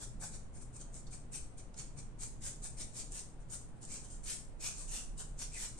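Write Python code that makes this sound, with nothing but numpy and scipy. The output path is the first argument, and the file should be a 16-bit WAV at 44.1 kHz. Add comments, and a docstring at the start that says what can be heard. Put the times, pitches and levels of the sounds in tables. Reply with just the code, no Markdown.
"""In a quiet room, a small bristle brush works in quick short strokes across a stretched canvas.
Noise and random snaps make the bristles' tiny ticks and scrape, the cloth's rasp and the tuft's faint ring.
Jolts, short squeaks and tiny cracks join some strokes; random echoes that die away make the room's tail.
Filtered noise makes the ventilation, deep rumble and drone, which swells at times; a wavering sine hums."""
import sys
import numpy as np
from scipy import signal
from scipy.fft import rfft, irfft, next_fast_len
from scipy.io import wavfile
from scipy.ndimage import uniform_filter1d

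SR = 44100
rng = np.random.default_rng(int(sys.argv[2]) if len(sys.argv) > 2 else 0)


def to_wav(sig):
    """Store sig (one row per channel, or 1-D mono) as 16-bit WAV at the path in sys.argv[1].

    Samples outside -1..1 are clipped; the rate is SR.
    """
    pcm = np.clip(np.atleast_2d(sig), -1, 1) * 32767
    pcm = np.round(pcm).astype(np.int16)
    wavfile.write(sys.argv[1], SR, pcm.T)  # frames by channels


N = 255339   # length in samples
TIME = np.arange(N) / SR
FREQS = np.maximum(np.arange(N // 2 + 1) * SR / N, 1)

# Spectrum tables give relative level per Hz of bandwidth; the sound is scaled afterwards.
# ventilation noise: (f/Hz, level/dB)
AIR_SPECTRUM = [(10, 7), (22, -2), (42, -8), (62, -5.5), (85, -11), (180, -13.5), (330, -17.5),
                (750, -23.5), (1500, -31.5), (3200, -41), (5000, -46), (8000, -56), (9600, -46.5),
                (10300, -50), (11500, -72)]
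# how alike left and right are in the background: (f/Hz, likeness/1)
LEFT_RIGHT_LIKENESS = [(30, 0.66), (60, 0.6), (130, 0.9), (290, 0.73), (630, 0.39), (1400, 0.078),
                       (5000, 0.028)]
# deepest rumble over time, before RUMBLE_GAIN_DB: (t/s, level/dB)
RUMBLE_LEVELS = [(0.0, -51), (0.9, -54.5), (1.4, -55), (1.75, -56.5), (2.05, -51), (2.6, -53), (3.0, -52),
                 (3.5, -54), (3.95, -59), (4.25, -47), (4.42, -56), (4.75, -47.5), (5.2, -47.5), (5.5, -50),
                 (5.79, -56.5)]
# low room resonances, before the drone's slow changes: (f/Hz, nominal width/Hz, level/dB)
ROOM_RESONANCES = [(60.8, 10, -65.5), (72.2, 6.8, -67.5), (109.75, 3.9, -65), (121.1, 6.1, -62),
                   (153.9, 6.2, -64.5), (210.5, 12.5, -68.5), (238.5, 5.3, -72.5), (307.2, 4.1, -78.5)]
# slow changes of the whole drone: (t/s, gain/dB)
DRONE_GAINS = [(0, 3), (.25, 5), (.6, 0.5), (1.1, 1), (1.6, -1.5), (2.2, 2), (2.8, 2), (3.3, -2.5),
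               (3.9, 0), (4.7, -6), (5.15, 0.5), (5.79, -2.5)]
# brief low swells: (start t/s, length/s, f/Hz, level/dB before the swell's bell shape)
DRONE_SWELLS = [(1.352, 0.27, 62, -56), (1.757, 0.32, 143.2, -56), (1.95, .16, 215, -60),
                (3.25, .7, 217.6, -66.5)]
# brush strokes; levels hold before pressure, grip and echo: (start t/s, length/s, scratch level/dB,
# scrape level/dB, ring of the bent tuft f/Hz, ring level/dB, brightness/dB per octave)
BRUSH_STROKES = [(0.003, 0.05, -46.5, -66, 3430, -65, -5), (0.207, 0.069, -45.5, -56, 2240, -67, -0.5),
                 (0.317, 0.061, -52, -65, 2330, -73, -4.5), (0.533, 0.069, -59, -71, 2270, -75, 3),
                 (0.606, 0.036, -55.5, -72, 2340, -77, 3), (.733, 0.059, -55.5, -82, 2400, -73, 3),
                 (0.795, 0.041, -56, -80, 3130, -72, -3), (0.933, 0.07, -53, -67.5, 2210, -78, 2),
                 (1.066, 0.015, -61.5, -73, 2300, -87, -9), (1.112, 0.056, -51.5, -61.5, 2380, -90, -1),
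                 (1.323, 0.068, -46, -51, 2450, -63.5, 8), (1.574, 0.04, -56.5, -65, 2300, -72, -2),
                 (1.739, 0.011, -61.5, -65, 2332, -89, -5), (1.769, 0.058, -48, -53, 2230, -68.5, 0.5),
                 (1.969, 0.044, -52, -75, 2340, -68.5, -5), (2.195, 0.075, -46.5, -54.5, 2320, -68, 0.5),
                 (2.417, .1, -45.5, -50.5, 2040, -68, 1), (2.623, 0.063, -46.5, -61, 2410, -69.5, -2.5),
                 (2.773, 0.074, -47, -50.5, 2250, -66.5, 4), (2.941, 0.095, -46.5, -52, 2370, -69, 2),
                 (3.115, 0.11, -46, -55.5, 2750, -70.5, 0.5), (3.394, 0.038, -67.5, -99, 2347, -88, -1),
                 (3.501, 0.074, -45.5, -57.5, 2300, -82, -0.5), (3.756, 0.037, -74, -88, 2270, -88, 5),
                 (3.815, 0.042, -52.5, -69, 3044, -74, 0), (3.877, 0.12, -47.5, -58.5, 2340, -65, -2.5),
                 (4.026, 0.049, -55.5, -65, 3080, -77, 0), (4.084, 0.086, -55, -66.5, 3100, -78, 1.5),
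                 (4.241, 0.13, -44.5, -47, 2250, -67.5, 4.5), (4.607, 0.11, -44, -46, 2430, -58.5, -3.5),
                 (4.745, .12, -49, -60, 2550, -73, -1), (4.883, .14, -44.5, -50.5, 2740, -60.5, -1),
                 (5.177, 0.051, -46.5, -58, 2960, -64.5, -2.5), (5.385, 0.071, -45, -49, 2490, -69, -2.5),
                 (5.518, 0.077, -49, -62, 2380, -60.5, -1), (5.567, .12, -44.5, -48.5, 2230, -64.5, -3),
                 (5.774, 0.037, -55, -75, 2280, -79, -4)]
# bristle scratch: (f/Hz, left level/dB, right level/dB)
SCRATCH_SPECTRUM = [(1530, -19.5, -21), (2980, -24, -31), (3870, -12.5, -16.5), (4940, -14.5, -12),
                    (5750, -12, -6), (7170, -5.5, 3), (8200, 3.5, -6), (8770, 4, -22), (9600, -5.5, -29),
                    (10580, -16.5, -19.5), (10900, -72, -62), (15400, -60, -71)]
# coarse scrape of bristles pressed on the weave: (f/Hz, level/dB)
SCRAPE_SPECTRUM = [(900, -19), (1900, -8.5), (2300, -9.5), (2900, -5.5), (3500, -5.5), (4700, -3.5),
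                   (6000, 1), (9000, -5), (13000, -43)]
# rasp of the stretched cloth: (f/Hz, level/dB)
CLOTH_SPECTRUM = [(200, 3.5), (450, 11), (850, 9), (1200, 3), (1650, 4.5), (2000, -26), (3500, -27),
                  (11000, -44)]
# highest hiss of the strokes: (f/Hz, level/dB)
HISS_SPECTRUM = [(8000, -31), (10000, 2.5), (11000, -0.5), (12500, -8.5), (13600, -8.5), (15000, -30)]
# the tuft bumps over the threads: (start t/s, length/s, level/dB before pressure and echo)
THREAD_DRAGS = [(0.007, 0.044, -64), (0.212, 0.042, -59.5), (1.783, 0.053, -68.5), (2.208, 0.044, -73),
                (2.44, 0.042, -69), (2.635, 0.055, -65), (3.503, 0.061, -65.5), (4.624, 0.1, -63),
                (4.924, 0.12, -66.5), (5.187, 0.046, -62), (5.399, 0.038, -60.5), (5.6, 0.057, -63)]
# jolts of the cloth: (f/Hz, level/dB)
JOLT_SPECTRUM = [(400, -7), (750, 8.5), (1200, 5), (1700, 9), (2100, -38), (5000, -36)]
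# the tuft judders on the weave: (start t/s, length/s, f/Hz, level/dB before pressure, pan and echo)
TUFT_SQUEAKS = [(0.215, 0.047, 800, -58.5), (0.217, 0.042, 1560, -61.5), (1.062, 0.014, 4510, -66),
                (1.125, 0.017, 2340, -64.5), (4.258, 0.075, 2290, -63), (4.967, 0.012, 2770, -65),
                (5.53, 0.04, 2480, -59.5), (5.562, 0.022, 2010, -55.5)]
# the tuft lands hard or a stiff bristle flicks free: (t/s, nominal peak level/dB before echo)
BRISTLE_FLICKS = [(0.2136, -23.5), (0.573, -41), (.7455, -41), (.7657, -25.5), (0.819, -31), (0.943, -24),
                  (1.07, -36), (1.333, -21), (1.5835, -31), (1.6053, -34.5), (1.7785, -28), (1.9895, -24),
                  (2.208, -17), (2.223, -22), (2.423, -31), (2.6375, -28), (2.8104, -26), (3.1212, -20),
                  (3.1928, -21), (3.8516, -22), (4.102, -27), (4.265, -24), (4.6107, -36), (4.674, -14),
                  (4.9216, -19), (5.178, -23.5), (5.225, -26), (5.391, -17.5)]

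AIR_DB, HUM_HZ, HUM_DB = -51.5, 117.8, -67.5
RUMBLE_HZ, RUMBLE_WIDTH_HZ, RUMBLE_GAIN_DB, RUMBLE_EVEN_S = 29.8, 4.15, 2, .25
SWELL_WIDTH_HZ, SQUEAK_WIDTH_HZ, TUFT_WIDTH_HZ = 5, 150, 197   # nominal widths, as used by band()
RISE_SHARE, PRESSURE_WIDTH = 0.5, 0.88   # part of a stroke before the peak; stretch of its swell
# the longest bristles touch first: level at the landing, and its time to grow
GRAZE_DB, GRAZE_S, LANDING_S = -20, 0.013, .0055
# small bundles let go together: rate before jitter, decay, share of the scratch's power
CATCH_PER_S, CATCH_S, CATCH_SHARE = 520, 0.0006, 0.43
BRIGHT_PIVOT_HZ = 7500
SPLAY_DB, SPLAY_HZ, SPLAY_S = 3.2, 130, .045   # random spread, spacing and time step of the patches
FIRM_STROKE_DB = -42.5   # scratch level that counts as firm
# on a firm stroke, before pressure and pan; dB gained per dB of scratch level
CLOTH_DB, CLOTH_GROWTH = -65.5, 0.14
HISS_DB, HISS_GROWTH = -53, 4.03
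SCRAPE_POWER = 0.58   # extra power of the pressure, so the scrape comes in later than the scratch
ROOM_T60_S, TAIL_S, TAIL_CUT_HZ = 0.38, .5, 11000   # time to fall 60 dB, tail length, top limit
CUTOFF_HZ = 15200


def from_db(db):
    """Turn decibels into the factor that multiplies a sound."""
    return 10 ** (np.asarray(db) / 20)


def rms_one(x):
    """Scale to an average strength (rms) of 1."""
    return x / np.sqrt(np.mean(x ** 2) + 1e-20)


def add(out, at, x):
    """Mix a sound in from a given sample on."""
    out[:, at:at + x.shape[1]] += x[:, :N - at]


def pan(db):
    """Gains that raise the left side and lower the right by the same number of decibels."""
    return from_db([[db], [-db]])


def over_hz(rows):
    """Join up each column of a table along pitch, where every octave is equally wide."""
    hz, *columns = np.transpose(rows)
    return np.array([np.interp(np.log(FREQS), np.log(hz), c) for c in columns])


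def over_time(rows):
    """Join up the levels of a table along time and turn them into gains."""
    return from_db(np.interp(TIME, *np.transpose(rows)))


def colour(x, rows):
    """Weight the frequencies of a sound by a table, as a body that favours some pitches; rms 1."""
    return rms_one(irfft(rfft(x) * from_db(over_hz(rows)), N))


def resonate(x, hz, width_hz):
    """Ring near one frequency like a struck body; gain 1 at the peak."""
    r = np.exp(-np.pi * width_hz / SR)
    top = np.array([1, 0, -1]) * (1 - r * r) / 2
    return signal.lfilter(top, [1, -2 * r * np.cos(2 * np.pi * hz / SR), r * r], x)


def band(x, hz, width_hz):
    """Keep a narrow band by two equal resonances in a row, each twice the nominal width; rms 1."""
    once = resonate(x, hz, 2 * width_hz)
    return rms_one(resonate(once, hz, 2 * width_hz))


def drift(rate_hz):
    """Wander smoothly at random, as slowed-down noise; rms 1."""
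    return rms_one(irfft(rfft(rng.standard_normal(N)) / (1 + (FREQS / rate_hz) ** 2), N))


def stereo_noise(likeness):
    """Even hiss that left and right share in part: 1 is the same, 0 is unrelated."""
    alike = np.clip(likeness, -1, 1)
    mid, side = rfft(rng.standard_normal((2, N)))
    shared = np.sqrt(1 + alike) * mid
    opposite = np.sqrt(1 - alike) * side * [[1], [-1]]
    return rms_one(irfft(shared + opposite, N))


def background():
    """Ventilation noise, its deep rumble, the low room resonances that it stirs, and the mains hum."""
    air = from_db(AIR_DB) * colour(stereo_noise(over_hz(LEFT_RIGHT_LIKENESS)), AIR_SPECTRUM)
    draught = stereo_noise(over_hz(LEFT_RIGHT_LIKENESS))
    deep = band(draught, RUMBLE_HZ, RUMBLE_WIDTH_HZ)
    # even out chance swells, so that the table sets the level
    power = uniform_filter1d(np.mean(deep ** 2, axis=0), int(RUMBLE_EVEN_S * SR))
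    deep = deep / np.sqrt(power + 1e-9)
    rumble = from_db(RUMBLE_GAIN_DB) * over_time(RUMBLE_LEVELS) * deep
    drone = sum(from_db(db) * band(draught, hz, width) for hz, width, db in ROOM_RESONANCES)
    wobble = 0.11 * drift(0.69)   # radians
    hum = from_db(HUM_DB) * rms_one(np.sin(2 * np.pi * HUM_HZ * TIME + wobble))
    return air + hum + rumble + drone * over_time(DRONE_GAINS)


def contact(start, length):
    """A few bristles graze, the brush lands, pressure swells and fades: samples used, and pressure."""
    rise, fall = length * RISE_SHARE, length * (1 - RISE_SHARE)
    top = start + rise
    first = max(int((top - 2 * rise - 2 * GRAZE_S) * SR), 0)
    on = slice(first, int((top + 2 * fall) * SR))
    since = TIME[on] - top
    landed = .5 + .5 * np.tanh((TIME[on] - start) / LANDING_S + 1)
    graze = from_db(GRAZE_DB) * np.exp(-abs(TIME[on] - start) / GRAZE_S)
    bell = np.exp(-(since / np.where(since < 0, rise, fall) / PRESSURE_WIDTH) ** 2)
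    return on, graze + landed * bell


def slips(per_s, spread_db, rub_db, likeness):
    """Single bristles snap off the threads at random, over the smooth rub of the whole tuft."""
    sizes = from_db(spread_db * np.minimum(rng.exponential(1, N), 4)) * rng.choice([-1, 1], N)
    snaps = sizes * (rng.random(N) < per_s / SR)
    aim = 1 + .5 * rng.standard_normal((2, N))   # each snap radiates unevenly
    return rms_one(rms_one(snaps * aim) + from_db(rub_db) * stereo_noise(likeness))


def bundles(jitter, spread_db):
    """Bristle bundles hop between threads unevenly and chop the scratch into flecks: gain of rms 1."""
    gap, size = rng.standard_normal((2, N // 20))
    at = (np.cumsum(np.exp(jitter * gap)) / CATCH_PER_S * SR).astype(int)
    inside = at < N
    hops = np.zeros(N)
    hops[at[inside]] = from_db(spread_db * np.clip(size[inside], -2, 2))
    flecks = rms_one(signal.lfilter([1], [1, -np.exp(-1 / (CATCH_S * SR))], hops))
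    return np.sqrt(1 - CATCH_SHARE + CATCH_SHARE * flecks ** 2)


def tilt(x, db_per_octave):
    """Each stroke has its own brightness: tilt its scratch brighter or duller around the pivot."""
    size = next_fast_len(x.shape[1])
    hz = np.arange(size // 2 + 1) * SR / size
    octaves = np.log2(np.clip(hz / BRIGHT_PIVOT_HZ, .5, 2))   # at most one octave either way
    return irfft(rfft(x, size) * from_db(db_per_octave * octaves), size)[:, :x.shape[1]]


def splay(x, patchy_db, patch_hz):
    """Dragged bristles keep regrouping, so the frequencies that they favour shift during a stroke."""
    length = x.shape[1]
    size = next_fast_len(length)
    place = np.arange(size // 2 + 1) * SR / size / patch_hz
    spectrum, travel = rfft(x, size), TIME[:length] / SPLAY_S
    out = np.zeros_like(x)
    for k in range(int(travel[-1]) + 2):
        knots = rng.standard_normal(256) + .5 * rng.standard_normal((2, 256))
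        patches = np.array([np.interp(place, np.arange(256), row) for row in knots])
        gain = from_db(patchy_db * patches)
        grouped = irfft(spectrum * gain / np.sqrt(np.mean(gain ** 2)), size)[:, :length]
        out += np.maximum(1 - abs(travel - k), 0) * grouped   # crossfade to the next grouping
    return out


def brush(grip_db, grip_hz, clump_db, clump_hz, hiss_pan_db, tuft_pan_db):
    """Bristles scratch and scrape, cloth rasps, the tuft rings; high hiss is far stronger in loud strokes."""
    ticks = slips(per_s=610, spread_db=3.5, rub_db=7.0, likeness=0.16)
    scratch = colour(ticks * bundles(jitter=.5, spread_db=1.5), SCRATCH_SPECTRUM)
    clumps = from_db(clump_db * np.tanh(drift(clump_hz)))
    scrape = colour(slips(per_s=650, spread_db=0.0, rub_db=5.0, likeness=0.25) * clumps, SCRAPE_SPECTRUM)
    rasp = colour(slips(per_s=1400, spread_db=1.5, rub_db=3.5, likeness=0.94), CLOTH_SPECTRUM)
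    snaps = slips(per_s=600, spread_db=2.5, rub_db=2.0, likeness=.2)
    hiss = colour(snaps, HISS_SPECTRUM) * pan(hiss_pan_db)
    catches = slips(per_s=600, spread_db=1.5, rub_db=-1.0, likeness=0.18)
    grip = from_db(grip_db * drift(grip_hz))   # varies with weave and wet paint
    out = np.zeros((2, N))
    for start, length, db, scrape_db, tuft_hz, tuft_db, bright_db in BRUSH_STROKES:
        on, pressure = contact(start, length)
        above_firm_db = db - FIRM_STROKE_DB
        pressed = from_db(CLOTH_DB + CLOTH_GROWTH * above_firm_db) * rasp[:, on]
        pressed += from_db(HISS_DB + HISS_GROWTH * above_firm_db) * hiss[:, on]
        tuft = from_db(tuft_db) * band(catches[:, on], tuft_hz, TUFT_WIDTH_HZ) * pan(tuft_pan_db)
        friction = from_db(db) * tilt(scratch[:, on], bright_db)
        friction += pressure ** SCRAPE_POWER * from_db(scrape_db) * scrape[:, on]
        friction += pressure * pressed
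        stroke = splay(friction, patchy_db=SPLAY_DB, patch_hz=SPLAY_HZ) + tuft
        add(out, on.start, heard(pressure * grip[on] * stroke))
    return out


def from_the_left(x, lag_s):
    """The sound reaches the right side a little later."""
    size = next_fast_len(x.shape[1])
    hz = np.arange(size // 2 + 1) * SR / size
    late = irfft(rfft(x[1], size) * np.exp(-2j * np.pi * hz * lag_s), size)
    return np.array([x[0], late[:x.shape[1]]])


def room(x, delay_s, early_db, early_t60_s):
    """Close reflections off easel and painter, then the room's dying tail, limited at the top."""
    t = TIME[:int(TAIL_S * SR)]
    decay = from_db(-60 * t / ROOM_T60_S) + from_db(early_db - 60 * t / early_t60_s)
    echoes = rng.standard_normal((2, len(t))) * decay * (t > delay_s)
    echoes /= np.sqrt(np.sum(echoes ** 2, axis=1, keepdims=True))
    echoes = signal.sosfilt(signal.butter(8, TAIL_CUT_HZ, fs=SR, output="sos"), echoes)
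    return signal.fftconvolve(x, echoes, axes=1)


def heard(x):
    """Direct sound plus echo; each call draws a new pattern of reflections, as for another spot."""
    out = from_db(-1.0) * room(x, delay_s=.003, early_db=5.0, early_t60_s=0.022)
    add(out, 0, from_the_left(x, lag_s=.00004))
    return out


def drags():
    """The tuft bumps over the threads in coarse jolts that shake the cloth."""
    jolts = colour(slips(per_s=380, spread_db=-2.0, rub_db=-15.0, likeness=0.56), JOLT_SPECTRUM)
    out = np.zeros((2, N))
    for start, length, db in THREAD_DRAGS:
        on, pressure = contact(start, length)
        out[:, on] += from_db(db) * pressure * rms_one(jolts[:, on])
    return out


def squeaks(pan_db):
    """Bristles that stick and slip together ring in a narrow band."""
    friction = slips(per_s=750, spread_db=1.5, rub_db=0.0, likeness=0.13)
    out = np.zeros((2, N))
    for start, length, hz, db in TUFT_SQUEAKS:
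        on, pressure = contact(start, length)
        out[:, on] += from_db(db) * pressure * band(friction[:, on], hz, SQUEAK_WIDTH_HZ)
    return out * pan(pan_db)


def flicks(t60_s, crest_db):
    """A few bristles let go together: a tiny dying crack with the colour of the scratch."""
    kicks = np.zeros(N)
    for s, peak_db in BRISTLE_FLICKS:
        kicks[int(s * SR)] = from_db(peak_db - crest_db)   # leaves headroom for the noise peaks
    fade = signal.lfilter([1], [1, -from_db(-60 / (t60_s * SR))], kicks + 1e-18)
    cracks = rng.standard_normal((2, N)) * fade
    return colour(cracks, SCRATCH_SPECTRUM) * np.std(cracks)


def swells():
    """Now and then the drone swells in one narrow band, shaped like a bell."""
    draught = stereo_noise(over_hz(LEFT_RIGHT_LIKENESS))
    out = np.zeros((2, N))
    for start, length, hz, db in DRONE_SWELLS:
        bell = np.exp(-(2 * (TIME - start) / length - 1) ** 2)
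        swell = rms_one(bell * band(draught, hz, SWELL_WIDTH_HZ))
        out += from_db(db) * swell * np.sqrt(np.mean(bell ** 2))
    return out


def scene():
    """The brush and its echo over the room's background."""
    strokes = brush(grip_db=0.14, grip_hz=76, clump_db=4.0, clump_hz=110, hiss_pan_db=7.5, tuft_pan_db=1.5)
    snags = drags() + squeaks(pan_db=3.0) + flicks(t60_s=0.0069, crest_db=18.0)
    return background() + strokes + heard(snags)[:, :N] + swells()


def record(dry):
    """Cut the top steeply."""
    return signal.sosfilt(signal.ellip(10, .1, 80, CUTOFF_HZ, fs=SR, output="sos"), dry)


dry = scene()
out = record(dry)
to_wav(out)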